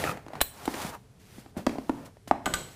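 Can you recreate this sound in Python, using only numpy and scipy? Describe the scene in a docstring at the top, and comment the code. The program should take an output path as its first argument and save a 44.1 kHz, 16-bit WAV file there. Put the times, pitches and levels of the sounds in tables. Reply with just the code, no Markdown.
"""Fitting a child seat base

In a quiet studio a steel connector scrapes into a car seat and snaps onto its anchor, a sleeve
brushes the upholstery, the hollow plastic base knocks as it is shifted, and a sprung latch clacks
twice. Struck parts ring in damped normal modes, sliding friction gives noise, and the room adds
diffuse reverberation, ventilation and a faint hum."""
import sys
import numpy as np
from scipy import signal
from scipy.fft import rfft, irfft
from scipy.io import wavfile
from scipy.ndimage import uniform_filter1d

SR = 44100
rng = np.random.default_rng(int(sys.argv[2]) if len(sys.argv) > 2 else 0)


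def wrap_up_sound(samples):
    """Save the sound to the file named by the first command line argument, as 16-bit audio."""
    columns = np.atleast_2d(samples).T
    # keep every value between -1 and 1, then stretch to whole-number steps
    tamed = np.clip(columns, -1, 1)
    steps = np.round(tamed * 32767).astype(np.int16)
    wavfile.write(sys.argv[1], SR, steps)


N = 121275
TIME = np.arange(N) / SR
RING_TIME = TIME[:SR // 2]

# Strokes of the sleeve. Each row: start and end in seconds, first and last level in dB.
SLEEVE_STROKES = [(-.02, 0.112, -36.5, -39.5), (0.537, 0.733, -55, -43), (0.737, 0.804, -44, -38.5),
                  (0.812, 0.902, -39, -42.5), (1.193, 1.401, -63, -52.5), (1.406, 1.508, -60.5, -65.5),
                  (1.569, 1.651, -45, -63), (1.678, 2.035, -59, -60.5), (2.047, 2.062, -56, -49),
                  (2.276, 2.295, -41, -52.5), (2.566, 2.748, -54.5, -54)]
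# Envelopes of the sliding contacts. Each row: time in seconds, level in dB.
DRAG_ENVELOPE = [(0, -34.5), (.08, -32.5), (.125, -36.5), (.145, -40), (.19, -50), (.24, -62), (.32, -50),
                 (.365, -40), (.41, -51), (.45, -72)]
RUB_ENVELOPE = [(.5, -64), (.55, -54.5), (.62, -47.5), (.72, -45), (.82, -37), (.915, -45.5), (.95, -38.5),
                (.985, -65), (1.1, -95.5)]
SHUFFLE_ENVELOPE = [(1.02, -67.5), (1.27, -65), (1.42, -56.5), (1.54, -66), (1.58, -37), (1.645, -57.5),
                    (1.72, -41), (1.86, -56), (1.99, -46.5), (2.08, -51.5), (2.13, -67), (2.25, -87),
                    (2.29, -53), (2.42, -59), (2.49, -38), (2.61, -43.5), (2.75, -60)]
# Judders of the connector in the seat gap. Each row: start in seconds, level in dB.
SLIPS = [(0.05, -28.5), (0.064, -31), (0.075, -23.5), (.094, -24), (.114, -29.5)]
# Knocks heard from the base; the one at 1.694 s is the floor or wall echo of the knock just before.
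# Each row: start in seconds, thud level in dB and pitch in Hz, panel level in dB and pitch in Hz,
# crack level in dB.
KNOCKS = [(0.0396, -21, 289, -19, 613, -24.5), (0.173, -34, 260, -34, 770, -40.5),
          (.192, -54, 270, -41, 810, -51), (0.2645, -33, 267, -33, 675, -48.5),
          (.283, -34.5, 297, -38.5, 900, -41.5), (0.304, -39, 268, -33.5, 625, -61),
          (.334, -31.5, 245, -28, 694, -39.5), (0.354, -44, 265, -32.5, 1040, -39.5),
          (.6775, -11, 275, -16, 850, -29), (0.742, -25, 290, -50, 910, -31),
          (0.847, -18.5, 166, -28.5, 710, -38.5), (1.382, -28, 210, -45, 716, -56),
          (1.461, -36.5, 284, -39, 790, -51.5), (1.567, -17.5, 209, -29, 660, -49.5),
          (1.592, -24, 201, -31, 635, -52), (1.666, -15.5, 243, -22, 624, -20),
          (1.6696, -8.5, 240, -11.5, 646, -49), (1.694, -17.5, 240, -26, 584, -35),
          (1.756, -26, 267, -28, 630, -51), (1.784, -17.5, 257, -23.5, 694, -41.5),
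          (1.8944, -8.5, 273.6, -18, 910, -33), (1.8982, -19.5, 278, -22, 630, -44),
          (2.169, -60, 280, -41, 613, -56.5), (2.2753, -32, 246, -33, 690, -41),
          (2.3115, -10.5, 265, -3, 786, -30.5), (2.4641, -20.5, 243, -16.5, 817, -27),
          (2.4743, -17.5, 227, -18, 704, -45)]
# Impacts of the connector and of the latch. Each row: start in seconds, levels of body, metal ring
# and crack in dB, cutoff of the crack in Hz, level of the push into the cushion in dB.
CONNECTOR_SNAPS = [(.4062, -28.5, -42, -15, 3800, -50), (.4133, -15, -29, -10.5, 15000, -17),
                   (.6545, -37, -67, -28.5, 11000, -53)]
LATCH_CLACKS = [(2.458, -33, -30.5, -25, 15300, -33), (2.5378, -32.5, -22, -19, 11700, -25)]

# Modes of the hollow base and its stiff panels. Each row: pitch ratio, level in dB, T60 in seconds.
THUD_MODES = [(1, 0, .031), (1.62, -11, .022)]
PANEL_MODES = [(.62, -3, 0.0038), (.83, 6.5, 0.0065), (1, 6, 0.011), (1.54, -11.5, 0.024),
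               (2.1, -8.5, 0.0046), (2.7, -36, 0.016)]
# Modes of the connector and latch parts. Each row: frequency in Hz, level in dB, T60 in seconds.
SLIP_MODES = [(1290, 2, 0.035), (2470, -7, 0.035)]
HOUSING_MODES = [(283, 4.5, 0.0034), (550, 5.5, 0.011), (760, 4.5, 0.01), (1530, -1.5, 0.016),
                 (3030, -8.5, 0.018), (3540, -7.5, 0.033), (4000, -2, 0.034)]
STEEL_MODES = [(4095, -15, .28), (7850, -14, .3), (8950, -13, .33), (10680, -15, .15), (13650, -12, .13),
               (14100, -6, .16), (14520, -5, .17), (14950, -6, .18)]
LEVER_MODES = [(1203, 5, 0.094), (1450, -2.5, 0.25), (1520, 2, 0.21), (1690, -6, 0.11), (3150, -18, 0.12),
               (4100, -11, 0.06), (6900, -6, .05)]
SPRING_MODES = [(7854, -11, .13), (7975, -5, .09), (8790, -17, .05), (11400, -16, .07), (13450, -14, .05)]

# Spectra of the noises and the reverberation. Each row: frequency in Hz, relative level in dB.
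AIR_SPECTRUM = [(20, -22.5), (63, -6), (106, -3), (184, -10), (347, -23), (444, -12.5), (520, -40),
                (1580, -33.5), (11000, -39.5), (16000, -54)]
CLOTH_SPECTRUM = [(50, 19), (300, 12), (900, 2.5), (2000, 6), (4000, 2.5), (7000, 0.5), (11500, -1.5),
                  (16000, -7.5)]
DRAG_SPECTRUM = [(30, -8.5), (130, 0.5), (300, -7.5), (700, -3.5), (1000, -10.5), (1800, -15),
                 (3500, -28.5), (7000, -34.5), (16000, -40)]
RUB_SPECTRUM = [(50, -42), (180, -5), (550, 0.5), (900, 4.5), (1500, -3.5), (3500, -20.5), (12000, -25)]
SHUFFLE_SPECTRUM = [(40, -20.5), (140, -0.5), (260, -7.5), (480, -6), (720, -8.5), (1300, -15.5),
                    (3000, -29.5), (12000, -40.5)]
PLASTIC_SPECTRUM = [(300, -8.5), (1100, 1.5), (1900, 4), (3300, -8), (4400, -5.5), (6000, -15),
                    (11000, -19.5), (16000, -32.5)]
SNAP_SPECTRUM = [(300, -3), (1600, -3), (3500, -3.5), (6000, -13), (8000, -2.5), (11000, -6), (14500, -2.5),
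                 (16000, 3)]
LATCH_SPECTRUM = [(200, -8), (1400, 6), (3500, 2.5), (5500, -4), (8000, -1), (10000, -11), (13500, -5),
                  (16000, -18)]
ROOM_SPECTRUM = [(60, -7), (270, -13), (800, -16), (1150, -15.5), (2000, -13.5), (5000, -12),
                 (14000, -10.5)]
# Reverberation time of the studio. Each row: frequency in Hz, T60 in seconds.
ROOM_T60 = [(150, .42), (400, .35), (1000, .36), (3000, .42), (8000, .38), (15000, .28)]


def from_db(db):
    """Amplitude grows tenfold for every 20 dB."""
    return 10 ** (np.asarray(db) / 20)


def unit_rms(x):
    """Normalisation to unit mean power."""
    return x / np.sqrt(np.mean(x ** 2) + 1e-20)


def at_hz(points, hz):
    """Interpolation on a logarithmic frequency axis."""
    freqs, values = np.transpose(points)
    return np.interp(np.log(np.maximum(hz, 1)), np.log(freqs), values)


def envelope(points):
    """Gain over time, linear in dB between points."""
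    return from_db(np.interp(TIME, *np.transpose(points)))


def filtered(x, kind, hz):
    """A Butterworth filter with skirts of 12 dB per octave."""
    return signal.sosfilt(signal.butter(2, hz, kind, fs=SR, output="sos"), x)


def noise(spectrum, size=N):
    """Spectral shaping colours white noise; the result has unit rms."""
    gain = from_db(at_hz(spectrum, np.fft.rfftfreq(size, 1 / SR)))
    return unit_rms(irfft(rfft(rng.standard_normal(size)) * gain, size))


def add(out, start, sound):
    """Superposition: a sound joins the mix at its start in seconds."""
    i = max(0, int(start * SR))
    out[i:i + len(sound)] += sound[:N - i]


def ventilation():
    """Steady broadband air noise lies under a pure-tone hum."""
    hum_hz = 124.5
    return from_db(-56.5) * noise(AIR_SPECTRUM) + from_db(-64.5) * np.sin(2 * np.pi * hum_hz * TIME)


def grain(depth_db=1.5, grain_s=0.0011):
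    """Friction is uneven, so its amplitude flutters at random."""
    flutter = uniform_filter1d(rng.standard_normal(N), int(grain_s * SR))
    return from_db(depth_db * unit_rms(flutter))


def sleeve_brushes(attack_s=0.0026, release_s=0.012):
    """Friction of fabric on fabric gives bright noise for the length of each stroke."""
    strokes = np.zeros(N)
    for start, end, first_db, last_db in SLEEVE_STROKES:
        attack = np.clip((TIME - start) / attack_s, 0, 1)
        release = np.exp(-np.maximum(TIME - end, 0) / release_s)
        strokes += attack * release * envelope([(start, first_db), (end, last_db)])
    return strokes * noise(CLOTH_SPECTRUM) * grain()


def connector_drag():
    """Sliding friction in the seat gap gives a low scraping noise."""
    return envelope(DRAG_ENVELOPE) * noise(DRAG_SPECTRUM)


def ring(modes, pitch=1, bend=0, relax_s=0.0028):
    """Free vibration is a sum of damped modes; a pressed shell starts sharp by the fraction bend."""
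    t = RING_TIME
    bent_time = t + bend * relax_s * (1 - np.exp(-t / relax_s))
    return sum((-1) ** k * from_db(db - 60 * t / t60) * np.sin(2 * np.pi * hz * pitch * bent_time)
               for k, (hz, db, t60) in enumerate(modes))


def crack(spectrum, t60):
    """A hard contact excites modes so dense that they merge into decaying noise."""
    return noise(spectrum, len(RING_TIME)) * from_db(-60 * RING_TIME / t60)


def cushion(db, hz=45, t60=0.036):
    """The soft seat answers a blow as a low, heavily damped oscillator."""
    return ring([(hz, db, t60)])


def base_knocks(rise_s=0.0016):
    """An impact excites panel, crack and cushion at once; the hollow base takes a moment to swing."""
    out, thuds = np.zeros(N), np.zeros(N)
    swing = 1 - np.exp(-RING_TIME / rise_s)
    for start, thud_db, thud_hz, panel_db, panel_hz, crack_db in KNOCKS:
        contact = from_db(crack_db) * crack(PLASTIC_SPECTRUM, t60=0.023)
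        panel = from_db(panel_db) * ring(PANEL_MODES, panel_hz)
        add(out, start, contact - panel + cushion(thud_db - 22))
        add(thuds, start, from_db(thud_db) * swing * ring(THUD_MODES, thud_hz, bend=0.17))
    return out + filtered(thuds, "high", hz=146)


def jangle(modes, spread, partials=12):
    """Modes of loose metal split into close partials that beat; spread is a fraction of the pitch."""
    t, out = RING_TIME, 0
    for hz, db, t60 in modes:
        split_hz = hz * (1 + spread * rng.standard_normal((partials, 1)))
        phase = rng.random((partials, 1))
        decay = from_db(-60 * t / t60)
        cluster = decay * np.sin(2 * np.pi * (split_hz * t + phase)).sum(0)
        single_mode_rms = np.sqrt(np.mean(decay ** 2) / 2)
        out = out + from_db(db) * single_mode_rms * unit_rms(cluster)
    return out


def connector_slips():
    """Stick-slip motion: each slip sets the connector ringing briefly."""
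    out = np.zeros(N)
    for start, db in SLIPS:
        add(out, start, from_db(db) * jangle(SLIP_MODES, spread=0.039))
    return out


def sprung_catch(hits, body_modes, metal_modes, spread, crack_spectrum, crack_t60):
    """A catch rings on impact and chatters in weakening rebounds; glancing contacts are duller."""
    contacts, bounce_s, loss_db = 3, 0.0016, 5
    out = np.zeros(N)
    for start, body_db, metal_db, crack_db, cutoff_hz, push_db in hits:
        body = from_db(body_db) * ring(body_modes)
        metal = from_db(metal_db) * jangle(metal_modes, spread)
        add(out, start, body + metal - cushion(push_db))
        for k in range(contacts):
            burst = filtered(crack(crack_spectrum, crack_t60), "low", cutoff_hz)
            add(out, start + k * bounce_s, from_db(crack_db - k * loss_db) * burst)
    return out


def connector_snaps():
    """Impact on the anchor excites a well-damped housing and lightly damped steel."""
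    return sprung_catch(CONNECTOR_SNAPS, HOUSING_MODES, STEEL_MODES, spread=0.0093,
                        crack_spectrum=SNAP_SPECTRUM, crack_t60=0.032)


def forearm_rub():
    """Sliding friction of the forearm on upholstery gives midrange noise."""
    return envelope(RUB_ENVELOPE) * noise(RUB_SPECTRUM)


def base_shuffle():
    """Friction of the base shifting on the cushion gives dull noise."""
    return envelope(SHUFFLE_ENVELOPE) * noise(SHUFFLE_SPECTRUM)


def latch_clacks():
    """Each impact excites the modes of the lever and the higher ones of its spring."""
    return sprung_catch(LATCH_CLACKS, LEVER_MODES, SPRING_MODES, spread=0.0055,
                        crack_spectrum=LATCH_SPECTRUM, crack_t60=0.025)


def reverberation(x, delay_s=0.0058, build_s=0.0032):
    """A diffuse field decays exponentially, at its own rate in each octave."""
    t, tail = RING_TIME, 0
    edges_hz = np.geomspace(60, 16000, 9)
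    for low, high in zip(edges_hz, edges_hz[1:]):
        band = filtered(rng.standard_normal(len(t)), "band", [low, high])
        t60 = at_hz(ROOM_T60, np.sqrt(low * high))
        tail = tail + band * from_db(-60 * t / t60)
    spectrum, hz = rfft(tail), np.fft.rfftfreq(len(t), 1 / SR)
    even = spectrum / np.sqrt(uniform_filter1d(np.abs(spectrum) ** 2, size=15))  # no single note booms
    tail = irfft(even * from_db(at_hz(ROOM_SPECTRUM, hz)), len(t))
    build = np.clip((t - delay_s) / build_s, 0, 1)
    fade = np.clip(2 - 2 * t / t[-1], 0, 1) ** 2
    return signal.fftconvolve(x, tail * build * fade)[:N]


def scene():
    """Direct and reverberant sound add; blows and friction each drive the room at their own level."""
    knocks, snaps, clacks = base_knocks(), connector_snaps(), latch_clacks()
    scraping = (connector_drag() + forearm_rub()) * grain() + connector_slips()
    friction = filtered(scraping + sleeve_brushes(), "high", hz=90)
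    room = reverberation(from_db(4) * knocks + from_db(-3.5) * snaps + from_db(7) * clacks
                         + from_db(-4.5) * friction)
    return (knocks + snaps + clacks + friction + room + base_shuffle() + ventilation())[None]


def record(dry):
    """A steep elliptic low-pass filter limits the bandwidth."""
    cutoff_hz = 15350
    return signal.sosfilt(signal.ellip(10, .1, 80, cutoff_hz, fs=SR, output="sos"), dry)


dry = scene()
out = record(dry)
wrap_up_sound(out)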